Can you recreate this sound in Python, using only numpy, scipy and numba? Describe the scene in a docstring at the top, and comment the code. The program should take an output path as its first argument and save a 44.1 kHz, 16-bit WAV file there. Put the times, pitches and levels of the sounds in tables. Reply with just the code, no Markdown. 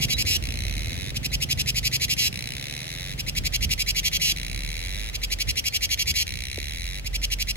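"""A cicada sings close by: thirteen swelling rasps, the last one held, then a quickening roll of dry ticks,
over and over, with a few thin whistles. Its tymbal ribs buckle one after another as band-limited clicks,
which ring the abdomen through filters and a moving resonance; leaves scatter the song as decaying noise echoes.
Behind it far engine thuds excite a wandering boom, a drone wavers under gusty low-pitched wind noise,
faint open air hisses, and one soft blip falls in pitch."""
import sys
import numpy as np
from scipy import signal
from scipy.fft import rfft, irfft
from scipy.io import wavfile
from scipy.ndimage import uniform_filter1d
from numba import njit

SR = 44100
rng = np.random.default_rng(int(sys.argv[2]) if len(sys.argv) > 2 else 0)


def master(y):
    """Save y as 16-bit WAV."""
    cut = np.clip(np.atleast_2d(y).T, -1, 1)
    pcm = np.round(cut * 32767)  # scale
    wavfile.write(sys.argv[1], SR, pcm.astype(np.int16))


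N = 333396
TIME = np.arange(N) / SR
BINS = np.fft.rfftfreq(2 ** 19, 1 / SR)  # Hz, of a transform longer than the scene
TOP_HZ = 15900  # upper limit of the recorder

# spectral colour of the relaxed abdomen: hz, relative_db
SLACK_COLOUR = [(700, -29.5), (1400, -9.5), (1900, -1), (2300, 1.5), (2900, 1), (3500, 6.5), (3950, 0.5),
                (4900, -6), (5900, -1), (7400, -14), (10000, -5.5), (12300, -15.5), (14000, -17.5),
                (15700, -19)]


def undb(db):
    """Decibels to amplitude gain."""
    return 10 ** (np.asarray(db) / 20)


def unit(x):
    """Normalisation to an rms of 1."""
    return x / np.sqrt(np.mean(x ** 2))


def curve(table, at=TIME):
    """Linear interpolation of each further column of a table over its first."""
    first, *columns = np.transpose(table)
    return [np.interp(at, first, column) for column in columns]


def colour(x, points, size=4096):
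    """Minimum-phase filter of unit energy through (hz, db) points: folding the cepstrum makes it causal."""
    hz, db = np.transpose(points)
    log_hz = np.log(np.fft.rfftfreq(size, 1 / SR) + 1)  # 1 Hz up, to avoid log 0
    log_gain = np.log(undb(np.interp(log_hz, np.log(hz), db)))
    cepstrum = irfft(log_gain)[:size // 2]
    cepstrum[1:] *= 2
    ring = irfft(np.exp(rfft(cepstrum, size)))
    return signal.fftconvolve(x, ring / np.linalg.norm(ring))[:N]


def walk(rate):
    """Slow random fluctuation of rms 1: random steps, rate per second, smoothed twice."""
    hold = int(SR / rate)
    steps = np.repeat(rng.standard_normal(N // hold + 1), hold)
    return unit(uniform_filter1d(uniform_filter1d(steps, hold), hold)[:N])


def clicks(times, sizes, order=6):
    """Band-limited impulses: windowed sinc pulses stand at exact times between samples."""
    at = np.ravel(times)[:, None] * SR
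    taps = np.floor(at).astype(int) + np.arange(1 - order, order + 1)
    shape = np.sinc(taps - at) * np.cos(np.pi * (taps - at) / (2 * order)) ** 2
    weights = np.ravel(sizes)[:, None] * shape
    return np.bincount(np.clip(taps, 0, N).ravel(), weights.ravel(), N + 1)[:N]


def beats(rate):
    """Phase accumulation: the times at which each cycle of a changing rate begins."""
    turns = np.cumsum(rate) / SR
    return np.interp(np.arange(np.ceil(turns[-1])), turns, np.arange(len(rate)) / SR)


@njit
def resonance(x, hz, width):
    """Second-order resonator whose centre moves: a state-variable band-pass of constant width in Hz."""
    y, band, low = np.empty(len(x)), 0., 0.
    for i in range(len(x)):
        g, damping = np.tan(np.pi * hz[i] / SR), width / hz[i]
        v = (band + g * (x[i] - low)) / (1 + g * (g + damping))
        band, low, y[i] = 2 * v - band, low + 2 * g * v, damping * v
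    return y


def wide_noise(points, side):
    """Partial stereo coherence: a shared coloured noise plus another of opposite sign left and right."""
    middle, apart = (unit(colour(rng.standard_normal(N), points)) for _ in range(2))
    return middle + side * apart * np.array([[1], [-1]])


def open_air(air_db=-48.0, calming_db=-3):
    """Broadband ambient noise: filtered noise whose level wanders slowly and calms."""
    # colour of the open air: hz, relative_db
    air_colour = [(30, -39), (120, -30.5), (280, -4), (450, -1), (650, -3), (1000, -12), (1500, -9),
                  (2500, -5), (4000, -10.5), (8000, -19), (15000, -22)]
    level_db = air_db + calming_db * TIME / TIME[-1] + walk(1.89)
    return wide_noise(air_colour, side=1.5) * undb(level_db)


def rumble(wind_db=1.5, drone_db=-0.5, waver_db=4.0, pan_db=2, buffet_db=-14):
    """Turbulent wind noise over a frequency-modulated drone: gust powers add to the breeze; strong gusts buffet."""
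    # low drone: time_s, pitch_hz, level_db (before drone_db and the waver)
    drone_track = [(0.0, 48.8, -38), (0.51, 50.3, -41), (0.78, 48.8, -36), (1.2, 49.2, -48),
                   (1.37, 48.8, -31), (1.45, 51.7, -54), (1.62, 51.07, -38), (2.33, 50.74, -58),
                   (2.44, 47.46, -42), (2.82, 48.38, -63), (2.92, 48.2, -45), (3.33, 43.43, -37),
                   (5.28, 44.0, -34), (6.11, 46.7, -42), (7.18, 45.0, -33.5), (7.56, 44.63, -31)]
    # breeze between gusts: time_s, level_db (before wind_db)
    breeze = [(0, -34.5), (2.35, -40), (2.55, -42.5), (2.9, -48), (3.15, -40.5), (7.56, -41)]
    # gusts on the microphone: peak_s, half_width_s (to 1/e of the power), level_db (before wind_db)
    gusts = [(1.62, 0.056, -37.5), (3.42, 0.043, -33.5), (3.66, 0.051, -31), (4.549, .035, -37),
             (4.97, 0.065, -42), (5.49, 0.018, -32), (5.59, .03, -46), (6.101, 0.032, -35.5),
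             (6.35, 0.021, -35), (6.77, 0.028, -45)]
    # colour of the wind: hz, relative_db
    wind_colour = [(20, -30), (35, -22), (50, 0.5), (70, 2.5), (110, -3.5), (180, -13), (300, -21),
                   (700, -48.5), (2000, -82)]
    # colour of a strong gust: hz, relative_db
    buffet_colour = [(60, -15), (130, 0), (220, -6), (400, -26), (1000, -60)]

    hz, db = curve(drone_track)
    tone = np.sqrt(2) * np.sin(2 * np.pi * np.cumsum(hz) / SR)
    drone = tone * undb(db + drone_db + waver_db * walk(7.5))
    power = undb(curve(breeze)[0]) ** 2
    for at, width, peak_db in gusts:
        power = power + undb(peak_db) ** 2 * np.exp(-((TIME - at) / width) ** 2)
    gust = np.sqrt(power) * undb(wind_db)
    buffet = wide_noise(buffet_colour, side=0.33) * gust / gust.max()  # grows faster than the wind itself
    wind = gust * (wide_noise(wind_colour, side=0.6) + undb(buffet_db) * buffet)
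    return (drone + wind) * undb(np.array([[-pan_db], [pan_db]]) / 2)


def engine(width_hz=42.0, scatter_db=0.25, knock_db=-10.5, pan_db=3.0, echo_t60=0.16):
    """Impulse-excited resonance: slow exhaust thuds ring a wandering boom; the hillside blurs a weaker knock."""
    # far engine: time_s, thuds_per_s, boom_hz, level_db (of the boom, before panning)
    engine_track = [(0, 23, 143, -32.5), (.33, 16.4, 76.6, -34.5), (.75, 18.2, 89, -36),
                    (1.35, 22.4, 140.6, -37.5), (2.0, 26.2, 123, -39.5), (2.75, 21.4, 130, -42),
                    (3.3, 22, 136, -41), (3.75, 21.5, 137, -47.5), (4.3, 23, 155.8, -44.5),
                    (4.7, 21.5, 162, -47), (5.2, 19, 141, -82), (7.56, 17, 133.8, -54)]
    # colour of the knock: hz, relative_db
    knock_colour = [(40, -30), (150, -4), (260, 0), (400, -10), (700, -18), (1500, -45)]

    rate, boom_hz, db = curve(engine_track)
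    times = beats(rate)
    thuds = clicks(times, undb(scatter_db * rng.standard_normal(512)[:len(times)]))
    boom = resonance(resonance(thuds, boom_hz, width_hz), boom_hz, width_hz)
    blur = signal.fftconvolve(thuds, undb(-60 * TIME[:SR // 2] / echo_t60))[:N]
    knock = colour(blur * rng.standard_normal(N), knock_colour)
    mix = unit(boom) + undb(knock_db) * unit(knock)
    return mix * undb(db + np.array([[-pan_db], [pan_db]]) / 2)


def plop(at_s=6.5785, from_hz=800, fall_s=0.0062, length_s=0.0089, db=-27):
    """Exponential chirp: one soft blip falls quickly in pitch under a half-sine envelope."""
    age = np.clip(TIME - at_s, 0, length_s)
    turns = from_hz * fall_s * (1 - np.exp(-age / fall_s))
    return undb(db) * np.sin(np.pi * age / length_s) * np.sin(2 * np.pi * turns)


def whistles():
    """Frequency modulation of a sine: brief, nearly pure notes bend through three pitches."""
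    # thin whistles: start_s, length_s, start_hz, middle_hz, end_hz, level_db (rms at the height of the note)
    notes = [(0.123, 0.045, 3940, 3850, 4020, -27), (1.297, 0.034, 4080, 3950, 3610, -42),
             (5.688, 0.038, 4327, 4310, 4440, -46), (7.163, 0.063, 5900, 5400, 5200, -49)]
    out = np.zeros(N)
    for start, length, first, middle, last, db in notes:
        progress = np.clip((TIME - start) / length, 0, 1)
        hz = np.interp(progress, [0, .5, 1], [first, middle, last])
        tone = np.sin(2 * np.pi * np.cumsum(hz) / SR)
        out += undb(db) * np.sqrt(2) * np.sin(np.pi * progress) * tone
    return out


def tymbal(times, rib_hz, quicken, drift, jitter, scatter_db, taper, count):
    """Sequential buckling: each pull clicks a row of ribs at shrinking gaps. Returns click times and sizes."""
    slow, quick, size = rng.standard_normal((3, 2048, count))[:, :len(times)]
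    place = (np.arange(count) + .5) / count  # along the row of ribs, 0-1
    slow_drift = unit(uniform_filter1d(slow, size=25, axis=0))  # shared by neighbouring pulls
    stretch = quicken * (.5 - place) + drift * slow_drift + jitter * quick
    gaps = np.exp(stretch) / rib_hz[:, None]
    sizes = np.sin(np.pi * place) ** taper * undb(scatter_db * size)
    click_times = times[:, None] + np.cumsum(gaps, axis=1) - gaps[:, :1]
    return click_times, unit(sizes) / np.sqrt(count)


def rolls(first_rib_hz=2200, last_rib_hz=2030, tick_db=-6, fade_db=-4.5, first_tick_db=-2, uneven_db=0.84,
          first_ring_hz=4080, last_ring_hz=3860, ring_width_hz=290.0, flurry_s=.02):
    """Impulsive excitation of the relaxed abdomen: single pulls, a brief flurry, then slow to quick and softer;
    the air sac's resonance sinks a little as the roll goes on."""
    # tick rolls: start_s, end_s, flurry_extra_ticks_per_s, slowest_ticks_per_s (without the flurry),
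    # final_ticks_per_s
    roll_table = [(0.4242, 1.106, 27.3, 53.3, 100.9), (2.3269, 3.145, 20.1, 56.2, 98.2),
                  (4.3615, 5.097, 61.5, 53.3, 114.4), (6.267, 7.0, 50.3, 55.1, 97.7)]

    pulls, ring_track = [], []
    for start, end, flurry, slow, fast in roll_table:
        t = TIME[:int((end - start) * SR)]
        rate = slow * (fast / slow) ** (t / t[-1]) + flurry * np.exp(-t / flurry_s)
        age = beats(rate)
        progress = age / (end - start)
        late, strong = rng.standard_normal((2, 128))[:, :len(age)]
        wobble_s = .0006 * progress * late  # the beat loosens as it speeds up
        level_db = tick_db + fade_db * progress + first_tick_db * (age == 0) + uneven_db * strong
        pulls.append([start + age + wobble_s, progress, level_db])
        ring_track += [(start, first_ring_hz), (end, last_ring_hz)]
    times, progress, db = np.hstack(pulls)
    rib_hz = first_rib_hz + (last_rib_hz - first_rib_hz) * progress
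    at, sizes = tymbal(times, rib_hz, quicken=.6, drift=.03, jitter=.065, scatter_db=1.2, taper=.4, count=7)
    ticks = colour(clicks(at, sizes * undb(db)[:, None]), SLACK_COLOUR)
    return ticks + resonance(ticks, curve(ring_track)[0], ring_width_hz)


def phrase(start, spacing, held_s, db, count=13):
    """Rhythmic acceleration: rasps come quicker, longer and louder, the last held. Rows: start_s, length_s, level_db."""
    quicken_s = .00028  # each spacing is this much shorter than the one before
    first_rasp_s, lengthen_s = .0305, .00225
    warm_up_db, warm_up_rasps = -4.5, 1.1  # soft start, and the rasps it takes to recover by 1/e
    k = np.arange(count)
    starts = start + spacing * k - quicken_s * k ** 2 / 2
    lengths = np.append(first_rasp_s + lengthen_s * k[:-1], held_s)
    levels = db + warm_up_db * np.exp(-k / warm_up_rasps)
    audible = (starts + lengths > 0) & (starts < TIME[-1])
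    return np.transpose([starts, lengths, levels])[audible]


def rasps(pull_hz=258, sag=.7, slack_rib_hz=1950, taut_rib_hz=2600, soft_db=-20.0, gain_db=-1.0,
          release_s=0.0028, release_db=-12, slack_ring_hz=1980, taut_ring_hz=2500, ring_width_hz=300.0,
          ring_db=-4, uneven_db=0.9, pull_jitter_s=.00004):
    """Tension-controlled resonance: fast pulls; as the abdomen stretches, the ribs click faster, louder, brighter."""
    # phrases of rasps: start_s, first_spacing_s, held_last_rasp_s, level_db (before gain_db and the warm-up)
    phrase_table = [(-0.769, .0866, .116, -19.2), (1.143, .0868, .116, -18.7), (3.1768, .0867, .123, -19.2),
                    (5.1295, .0858, .088, -19.3), (7.0442, .0859, .116, -20.4)]
    # swell of a rasp: age_s, tension (0-1)
    swell = [(0, 0.1), (.006, 0), (.013, 0.48), (.021, 0.8), (.031, 0.8), (.044, 0.84)]
    # spectral colour of the stretched abdomen: hz, relative_db
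    taut_colour = [(700, 1.5), (1400, -19), (1900, -4), (2500, -11.5), (3200, 7), (3700, 6), (4800, 2),
                   (5900, -1), (7400, -6), (8200, -9), (9600, -14), (12200, -6), (14400, -24),
                   (15700, -25.5)]

    pulls = []
    for start, length, db in np.vstack([phrase(*row) for row in phrase_table]):
        t = TIME[:int((length + release_s) * SR)]
        age = beats(pull_hz * (1 - sag * t))  # the muscle slows in a long rasp
        late, strong = rng.standard_normal((2, 64))[:, :len(age)]
        tension = np.clip(curve(swell, age)[0], 0, 1)
        release = np.clip((age - length) / release_s, 0, 1)  # a pull past the rasp's length is weaker
        level_db = db + soft_db * (tension.max() - tension) + release_db * release + uneven_db * strong
        pulls.append([start + age + pull_jitter_s * late, tension, level_db])
    times, tension, db = np.hstack(pulls)
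    rib_hz = slack_rib_hz + (taut_rib_hz - slack_rib_hz) * tension
    at, sizes = tymbal(times, rib_hz, quicken=.55, drift=.06, jitter=.04, scatter_db=1.5, taper=.7, count=9)
    sizes = sizes * undb(db + gain_db)[:, None] * np.sqrt(SR / pull_hz)  # level spread over the pull period
    share = tension[:, None]
    taut_buzz = colour(clicks(at, sizes * share), taut_colour)
    slack_buzz = colour(clicks(at, sizes * (1 - share)), SLACK_COLOUR)
    buzz = taut_buzz + slack_buzz
    # the abdomen rings higher as it stretches
    ring_hz = np.interp(TIME, times, slack_ring_hz + (taut_ring_hz - slack_ring_hz) * tension)
    return buzz + undb(ring_db) * resonance(buzz, ring_hz, ring_width_hz)


def body_wall(x, smear_s=0.00058, hollow_hz=3590, hollow_width_hz=190, hollow_db=-6):
    """Dispersion and small-source radiation: the thin wall delays treble and radiates little bass; the song
    also has a narrow dip near 3.6 kHz."""
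    phase = np.pi * smear_s * BINS ** 2 / TOP_HZ  # delay grows with frequency, to smear_s at TOP_HZ
    radiation = BINS ** 4 / (BINS ** 4 + 1150 ** 4)
    hollow = undb(hollow_db * np.exp(-((BINS - hollow_hz) / hollow_width_hz) ** 2))
    response = radiation * hollow * np.exp(-1j * phase)
    return irfft(rfft(x, 2 * (len(BINS) - 1)) * response)[:N]


def foliage(x, near_db=-7.5, near_t60=0.038, far_db=-23, far_t60=0.54, gap_s=0.00088, sway=0.9):
    """Multiple scattering: near leaves scatter the song at once and shift slowly; far bushes add a faint tail."""
    t = TIME[:SR // 2]

    def scatter(t60):
        """Diffuse decay: convolution with a separate fading noise for each ear."""
        echo = rng.standard_normal((2, len(t))) * undb(-60 * t / t60) * (t > gap_s)
        echo = echo / np.linalg.norm(echo, axis=1, keepdims=True)
        return signal.fftconvolve(x[None], echo, axes=1)[:, :N]

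    angle = sway * walk(1.978)  # radians, blends two scatterings at constant power
    near = np.cos(angle) * scatter(near_t60) + np.sin(angle) * scatter(near_t60)
    return undb(near_db) * near + undb(far_db) * scatter(far_t60)


def ports(x):
    """Interaural-like phase difference: the sound reaches the two microphone ports with different phase."""
    # phase by which the left port leads for the cicada: hz, phase_rad
    port_phase = [(150, 0), (1800, 0.5), (3200, 2.7), (3900, 1.4), (4900, 2.6), (6000, 2.1), (7100, 0.1),
                  (8300, -2.8), (9400, -3.2), (10500, -5.7), (11800, -6.4), (13200, -9.4), (14300, -9.5),
                  (15200, -12.4)]
    turn = np.exp(.5j * curve(port_phase, BINS)[0])  # half the lead on each side
    return irfft(rfft(x, 2 * (len(BINS) - 1)) * np.array([turn, 1 / turn]))[:, :N]


def scene():
    """Superposition: the cicada, direct and scattered by leaves, over the low background."""
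    song = body_wall(rasps() + rolls()) + whistles()
    background = open_air() + rumble() + engine() + plop()
    return background + foliage(song) + ports(song)


def record(dry):
    """Band limitation: the recorder's steep elliptic low-pass cuts the top."""
    low_pass = signal.ellip(10, .2, 80, TOP_HZ, fs=SR, output="sos")  # ripple dB, stop-band dB
    return signal.sosfilt(low_pass, dry)


dry = scene()
out = record(dry)
master(out)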